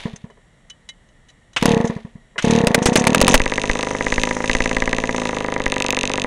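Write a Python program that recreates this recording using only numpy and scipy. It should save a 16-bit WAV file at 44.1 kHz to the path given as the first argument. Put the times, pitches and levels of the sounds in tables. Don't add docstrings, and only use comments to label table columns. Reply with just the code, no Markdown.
import sys
import numpy as np
from scipy import signal
from scipy.fft import rfft, irfft
from scipy.io import wavfile
from scipy.ndimage import uniform_filter1d

SR = 44100
rng = np.random.default_rng(int(sys.argv[2]) if len(sys.argv) > 2 else 0)


def transcribe(signal):
    frames = np.atleast_2d(signal).T
    limited = np.clip(frames, -1, 1)
    pcm = np.round(limited * 32767).astype(np.int16)
    wavfile.write(sys.argv[1], SR, pcm)


N = 276066
TIME = np.arange(N) / SR
RING = np.arange(8192) / SR


def undb(db):
    return 10 ** (np.asarray(db) / 20)


def unit(x):
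    return x / np.sqrt(np.mean(x ** 2))


def add(out, s, sound):
    i = int(round(s * SR))
    first, last = max(i, 0), min(i + len(sound), N)
    if last > first:
        out[first:last] += sound[first - i:last - i]


def curve(points, at=TIME):
    return np.interp(at, *np.transpose(points))


def band(x, lo_hz, hi_hz, order=2):
    limits = [lo_hz, min(hi_hz, .45 * SR)]
    return signal.sosfilt(signal.butter(order, limits, "bandpass", fs=SR, output="sos"), x)


def noise(tone):
    hz, db = np.transpose(tone)
    f = np.maximum(np.arange(N // 2 + 1) * SR / N, 1)
    colour = undb(np.interp(np.log(f), np.log(hz), db))
    return unit(irfft(rfft(rng.standard_normal(N)) * colour, N))


def ring(modes, stretch=1):
    hz, t60, db = np.transpose(modes)[:, :, None]
    decay = np.exp(-np.log(1000) * RING / t60)
    tones = undb(db) * decay * np.cos(2 * np.pi * hz * stretch * RING)
    return tones.sum(0) / undb(db).sum()


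def push(out, s, body, width):
    t = np.arange(-256, 257) / SR
    bell = np.exp(-.5 * (t / width) ** 2)
    add(out, s + t[0], signal.fftconvolve(body, bell / bell.sum()))


def burst(decay, hold=0, rise=0.000043):
    return (1 - np.exp(-RING / rise)) * np.exp(-np.maximum(RING - hold, 0) / decay)


# (frequency [Hz], relative level [dB])
AIR_TONE = [(15, -60), (25, 0.5), (76, -11), (164, -9), (301, -19), (326, -22.5), (616, -20), (824, -25.5),
            (1640, -29), (1870, -17.5), (2500, -35.5), (3260, -30.5), (5120, -44), (7420, -35.5),
            (14000, -50)]


def air(level_db=-53):
    return undb(level_db) * noise(AIR_TONE)


# (frequency [Hz], rms level [dB])
WHINE_TONES = [(2907, -79), (3876, -81), (5599, -81), (7402, -87)]


def whine():
    return sum(undb(db) * np.sqrt(2) * np.sin(2 * np.pi * hz * TIME) for hz, db in WHINE_TONES)


# (frequency [Hz], relative level [dB])
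CLATTER_TONE = [(150, -68), (400, 18.5), (800, 11), (1100, 8.5), (1450, -2), (1900, 7), (2600, -14),
                (4000, -52), (8000, -75)]


def loose_parts():
    return noise(CLATTER_TONE)[:len(RING)] * burst(0.025, rise=0.00011)


# (time [s], relative level [dB])
NUDGES = [(0.299, -39.5), (0.372, -47), (2.358, -30)]


def nudges(clatter):
    out = np.zeros(N)
    for s, db in NUDGES:
        add(out, s, undb(db) * clatter * burst(0.021, rise=.001))
    return out


# (frequency [Hz], time to fall 60 dB [s], relative level [dB])
HOUSING = [(1900, 0.051, 4), (2110, 0.092, -1.5), (2990, 0.077, 10.5), (3360, 0.023, 8), (3900, 0.043, 7),
           (5380, 0.042, -43), (6450, 0.033, -45), (8400, 0.015, -48)]


def housing_ring(contact, ring_db=-4):
    housing = ring(HOUSING)
    scrape = contact * rng.standard_normal(N)
    return undb(ring_db) * signal.fftconvolve(scrape, housing / np.linalg.norm(housing))[:N]


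# (frequency [Hz], relative level [dB])
SPIT_TONE = [(500, -10.5), (2000, 1), (3600, -4.5), (4500, -11.5), (6200, 7), (7800, -6), (10000, -11),
             (12000, -76)]
# (time [s], relative level [dB], length of contact [s])
HANDLE = [(0.302, -52, .002), (0.699, -33.5, 0.0037), (0.889, -26.5, 0.002), (1.087, -54, .003),
          (1.285, -47.5, 0.02), (1.532, -42.5, 0.0024)]


def handle(click_db=-7):
    touch = np.zeros(N)
    for s, db, length in HANDLE:
        add(touch, s, undb(db) * burst(0.0066, hold=length))
    return housing_ring(touch) + undb(click_db) * touch * noise(SPIT_TONE)


# (frequency [Hz], relative level [dB])
PAWL_TONE = [(200, -11), (700, -8), (1400, 1.5), (2300, 0.5), (3100, 0.5), (4500, -16), (6300, -13.5),
             (9000, -23), (12000, -49)]
# (time [s], level [dB], length held before the rattle fades [s], length of the haul [s])
PAWLS = [(1.563, -14.5, 0.0097, 0.17), (2.38, -19, 0.012, 0.22)]


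def pawls(housing_db=-8.5):
    rattle = np.zeros(N)
    for s, db, length, _ in PAWLS:
        add(rattle, s, undb(db) * burst(0.0093, hold=length, rise=0.00062))
    return rattle * noise(PAWL_TONE) + housing_ring(undb(housing_db) * rattle)


# (time [s], level [dB], decay [s])
SPITS = [(0.16, -36.5, 0.0055), (1.851, -32.5, 0.0076), (1.874, -31, 0.0063), (2.423, -26, 0.0034),
         (2.448, -24.5, 0.0031), (2.508, -20, 0.0043), (2.825, -23.5, 0.011), (2.87, -18.5, 0.012),
         (2.932, -24, 0.0075), (2.972, -12, 0.0051), (2.996, -18.5, 0.0056), (3.296, -18, 0.0044),
         (3.317, -18.5, 0.0055)]


def spits():
    spit = np.zeros(N)
    for s, db, decay in SPITS:
        add(spit, s, undb(db) * burst(decay, hold=0.0026, rise=0.00012))
    return spit * noise(SPIT_TONE)


KICK_ACCEL, KICK_FADE_S = 3000, .05


def crank(points):
    start, end = points[0][0], points[-1][0]
    speed = curve(points)
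    for s, _, burn, _ in BARKS:
        if CATCHING_PULL[0][0] <= start < s < end:
            fade = (TIME > s) * np.exp(-np.abs(TIME - s) / KICK_FADE_S)
            speed = speed + KICK_ACCEL * burn * fade
    speed = speed * (TIME >= start) * (TIME <= end)
    angle = np.cumsum(speed) / SR
    return speed, np.searchsorted(angle, np.arange(1, int(angle[-1]) + 1)) / SR


# (time [s], speed [turns/s])
COAST = [(.001, 21), (.06, 14.8), (.15, 8.9), (.26, 10.2)]
# (time [s], speed [turns/s])
FAILED_PULL = [(1.597, 37.5), (1.64, 31.3), (1.69, 40.1), (1.76, 31.3), (1.86, 19.3), (1.99, 11.9),
               (2.18, 7.8)]
# (time [s], speed [turns/s])
CATCHING_PULL = [(2.41, 26.8), (2.48, 37.5), (2.58, 38.8), (2.63, 29.5), (2.72, 21.8), (2.85, 19.8),
                 (2.95, 21.4), (3.01, 27.2), (3.11, 29.9), (3.2, 41.0), (3.35, 42.4)]


def pulls():
    speeds, strokes = zip(*map(crank, (COAST, FAILED_PULL, CATCHING_PULL)))
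    return sum(speeds), np.concatenate(strokes)


LABOUR_SPEED = 21.6


def vigour(speed, steep=2):
    return 1 / np.sqrt(1 + (LABOUR_SPEED / np.maximum(speed, .01)) ** (2 * steep))


# (time [s], speed [turns/s])
IDLE_SPEED = [(3.383, 49.73), (3.55, 50.51), (3.76, 52.58), (3.93, 50.33), (4.08, 51.98), (4.22, 54.1),
              (4.42, 53.1), (4.54, 55.95), (4.76, 54.88), (5.13, 56.1), (5.36, 51.95), (5.53, 51.52),
              (5.62, 49.48), (5.91, 48.05), (6.02, 46.04), (6.12, 49.98), (6.27, 45.83)]
# (start [s], end [s])
HARD_SPELLS = [(3.39, 3.73), (3.93, 4.21), (4.29, 4.34), (4.42, 5.12), (5.58, 5.70), (5.95, 6.07),
               (6.16, 6.26)]
# (time [s], relative level [dB])
CHARGE = [(3.4, 3.5), (3.53, -2.5), (3.64, -2.5), (3.7, 3), (3.76, -1.5), (3.82, 0), (3.92, -5.5),
          (4.02, -2), (4.17, 2.5), (4.3, 2), (4.37, -5), (4.5, 1.5), (4.6, 2.5), (4.7, -2.5), (4.78, 2),
          (5.1, -2.5), (5.22, 1), (5.33, -3.5), (5.58, 1.5), (5.95, -1), (6.26, -5)]
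HARD_DB, RESTED_DB = 4.5, 3


def idle_turns():
    turns = np.r_[IDLE_SPEED[0][0], crank(IDLE_SPEED)[1]]
    fired, turn, rested = {}, 1, True
    while turn < len(turns):
        s = turns[turn]
        hard = any(start < s < end for start, end in HARD_SPELLS)
        fired[turn] = curve(CHARGE, s) + HARD_DB * hard + RESTED_DB * rested
        turn += 3 if hard else 2
        rested = hard
    return turns, fired


# (frequency [Hz], relative level [dB])
RATTLE_TONE = [(20, 12), (50, 10), (90, -5), (200, -9), (600, -5), (1000, -4), (1450, -7), (2000, 0),
               (2900, -1), (3700, -1), (4600, -10), (8000, -22)]
# (time [s], relative level [dB], decay [s])
REWINDS = [(0, -39, 0.074), (1.89, -45, 0.067)]
# (time [s], relative level [dB])
INTAKE = [(3.36, -47), (3.66, -41), (3.81, -40), (4.1, -36.5), (4.6, -37), (4.9, -47.5), (5.24, -39),
          (5.55, -56), (6.26, -53)]


def whirr(crank_rattle_db=-39, haul_rattle_db=-32, idle_rattle_db=-46,
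          crank_hiss_db=-45, haul_hiss_db=-43, idle_hiss_db=1, rewind_hiss_db=-10,
          hiss_decay=0.0026, hiss_between=0.44, flutter_db=3):
    speed, strokes = pulls()
    force = uniform_filter1d(vigour(speed, steep=2.1), size=1500) ** 2
    hauling = sum(1. * (TIME > s) * (TIME < s + length) for s, _, _, length in PAWLS)
    haul = force * uniform_filter1d(hauling, size=1500)
    rewinding = sum(undb(db) * (TIME >= s) * np.exp(-np.abs(TIME - s) / decay) for s, db, decay in REWINDS)
    rewind = uniform_filter1d(rewinding, size=500)
    running = TIME > CATCHING_PULL[-1][0]

    rattle = undb(crank_rattle_db) * force + undb(haul_rattle_db) * haul
    rattle = rattle + rewind + undb(idle_rattle_db) * running
    hiss = undb(crank_hiss_db) * force + undb(haul_hiss_db) * haul
    hiss = hiss + undb(rewind_hiss_db) * rewind + undb(idle_hiss_db + curve(INTAKE)) * running

    breath = np.full(N, float(hiss_between))
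    for s in np.r_[strokes, idle_turns()[0]]:
        add(breath, s, 2 * burst(hiss_decay, rise=0.00028))
    flutter = undb(flutter_db * noise([(10, -6), (50, 0), (150, -8), (600, -50)]))
    return flutter * (rattle * noise(RATTLE_TONE) + hiss * breath * noise(SPIT_TONE))


# (frequency [Hz], time to fall 60 dB [s], relative level [dB])
CYLINDER = [(2640, 0.01, 19), (3030, 0.012, 7), (3628, 0.0054, 17.5), (6310, 0.006, 17), (8660, 0.0022, 18)]


def clack(out, s, db, gain_db=11, grit=0.23):
    crack = grit * rng.standard_normal(len(RING)) * burst(.0012, rise=.0001)
    stretch = 1 + .012 * rng.standard_normal()
    slap = band(ring(CYLINDER, stretch) + crack, 1320, 7400, order=3)
    add(out, s - .0002, -undb(db + gain_db) * slap)


# (frequency [Hz], time to fall 60 dB [s], relative level [dB])
COLD_PIPE = [(170.3, 0.037, 2), (200.6, 0.063, 1), (229.5, 0.23, -6.5), (327, 0.013, 0.5),
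             (458.4, 0.18, -2.5), (465, 0.019, -16), (699, 0.12, -2), (853, 0.088, 2), (990, 0.079, -20)]


def cranking(clatter, stroke_db=7.0, warm_db=-3, barked_db=-4, bark_reach_s=.006,
             uneven_db=1.1, detune=0.013, warm_stretch=0.089,
             soft_width_s=.0011, sharp_width_s=0.0003, clatter_db=-21,
             clack_db=-15, clack_lag_s=.0095, clack_speed=38, clack_slope_db=0.59):
    out = np.zeros(N)
    speed, strokes = pulls()
    for s in strokes:
        chance = rng.standard_normal(3)
        now = np.interp(s, TIME, speed)
        force = vigour(now)
        width = np.interp(force, [.25, .65], [soft_width_s, sharp_width_s])
        warmth = np.interp(s, [2.65, 2.85, 3.3], [0, .55, 1])
        barked = any(abs(s - bark[0]) < bark_reach_s for bark in BARKS)
        gulp_db = stroke_db + warm_db * warmth + barked_db * barked + uneven_db * chance[0]
        gulp = vigour(now, steep=1.6) * undb(gulp_db)
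        pipe = ring(COLD_PIPE, 1 + warm_stretch * warmth + detune * chance[2])
        push(out, s - .0003, -gulp * pipe, width)
        add(out, s, vigour(now * 1.154, steep=4.17) * undb(clatter_db) * clatter)
        slap_db = clack_db + clack_slope_db * (now - clack_speed) + uneven_db * chance[1]
        clack(out, s + clack_lag_s, slap_db + 20 * np.log10(force ** 2))
    return out


def thump(swing_hz=17, decay=0.016):
    return -np.cos(2 * np.pi * swing_hz * RING) * burst(decay, rise=0.0026)


# (frequency [Hz], time to fall 60 dB [s], relative level [dB])
HOT_PIPE = [(129.5, 0.043, -13.5), (197.3, 0.041, -8.5), (248.4, 0.11, -11), (411, 0.023, -6),
            (509, 0.06, -7.5), (574, 0.05, -16), (794, 0.055, -12.5), (906, 0.02, -5), (968, 0.21, -19),
            (1184, 0.032, -10)]
# (frequency [Hz], relative level [dB])
BARK_TONE = [(100, 6), (500, 9.5), (1200, 1.5), (2000, 5), (3500, -5), (6500, -6), (10000, -9.5),
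             (14000, -34)]
# (time [s], level [dB], decay [s], relative level of the pressure thump [dB])
BARKS = [(1.626, -1, 0.00094, -39), (1.6562, -1, 0.002, -27), (2.670, -3.5, 0.0027, -23),
         (2.745, 0.5, 0.0038, -25), (2.857, -6, 0.0076, -26), (2.956, -4, 0.0059, -35),
         (3.0408, -12.5, 0.0012, -28), (3.069, -1.5, 0.0037, -30), (3.1466, 3, 0.002, -29),
         (3.214, 4, 0.0026, -10), (3.28, 8.5, 0.0014, -17), (3.3411, 3, 0.0056, 2.5)]


def barks(pipe_db=2, thump_db=2):
    out, blast = np.zeros(N), np.zeros(N)
    for s, db, decay, low_db in BARKS:
        add(blast, s, undb(db) * burst(decay, hold=decay / 2))
        push(out, s + 0.000833, undb(db + pipe_db) * ring(HOT_PIPE), 0.000067)
        add(out, s, undb(low_db + thump_db) * thump())
    return out + blast * noise(BARK_TONE)


# (time [s], relative level [dB])
SLAP = [(3.38, -13), (3.66, -17), (3.84, -15.5), (3.93, -27.5), (4.03, -23.5), (4.11, -17), (4.25, -16),
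        (4.39, -34.5), (4.48, -14.5), (4.56, -16), (4.7, -18), (4.84, -18), (5.05, -20.5), (5.3, -19.5),
        (5.56, -25), (5.79, -13), (6.26, -14)]


def idle(clatter, puff_db=-6, clatter_db=-31, lead_s=.0049, lead_speed=50,
         lead_s_per_speed=0.00044, uneven_db=3.06):
    turns, fired = idle_turns()
    out, pipe = np.zeros(N), ring(HOT_PIPE)
    for turn, s in enumerate(turns):
        chance_db = uneven_db * rng.standard_normal(2)
        lead = lead_s + lead_s_per_speed * (lead_speed - curve(IDLE_SPEED, s))
        clack(out, s - lead, curve(SLAP, s) + chance_db[0])
        add(out, s, undb(clatter_db) * clatter)
        if turn not in fired:
            push(out, s - .0003, -undb(puff_db + chance_db[1] / 2) * pipe, .00035)
    return out


# (frequency [Hz], time to fall 60 dB [s], relative level [dB])
CASE = [(1620, 0.024, -6), (1876, 0.039, -6), (2002, 0.053, -6.5)]


def firings(fire_db=-2.0, suck_db=21.0, knock_db=-13.0, thump_db=-35,
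            exhaust_growth=0.18, thump_growth=2.74, case_ring=0.017, uneven_db=2.3):
    out, pipe = np.zeros(N), ring(HOT_PIPE)
    knock = band((RING == 0) + case_ring * ring(CASE), 1602, 2258, order=3)
    knock = knock / np.abs(knock).max()
    turns, fired = idle_turns()
    for turn, strength_db in fired.items():
        s = turns[turn]
        db = strength_db + uneven_db * rng.standard_normal()
        push(out, s - .0014, -undb(suck_db + exhaust_growth * db) * np.ones(1), 0.0006)
        push(out, s - .0004, undb(fire_db + exhaust_growth * db) * pipe, 0.0001)
        add(out, s - .0015, undb(knock_db + db) * knock)
        add(out, s, undb(thump_db + thump_growth * strength_db) * thump())
    return out


def scene():
    clatter = loose_parts()
    background = air() + whine()
    starter = nudges(clatter) + handle() + pawls() + spits()
    engine = whirr() + cranking(clatter) + barks() + idle(clatter) + firings()
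    return (background + starter + engine)[None]


def record(dry, mic_top_hz=10900, top_hz=15800, ceiling=.74):
    heard = signal.sosfilt(signal.butter(12, mic_top_hz, fs=SR, output="sos"), dry)
    clipped = heard / (1 + (heard / ceiling) ** 12) ** (1 / 12)
    return signal.sosfilt(signal.cheby1(12, .5, top_hz, fs=SR, output="sos"), clipped)


dry = scene()
out = record(dry)
transcribe(out)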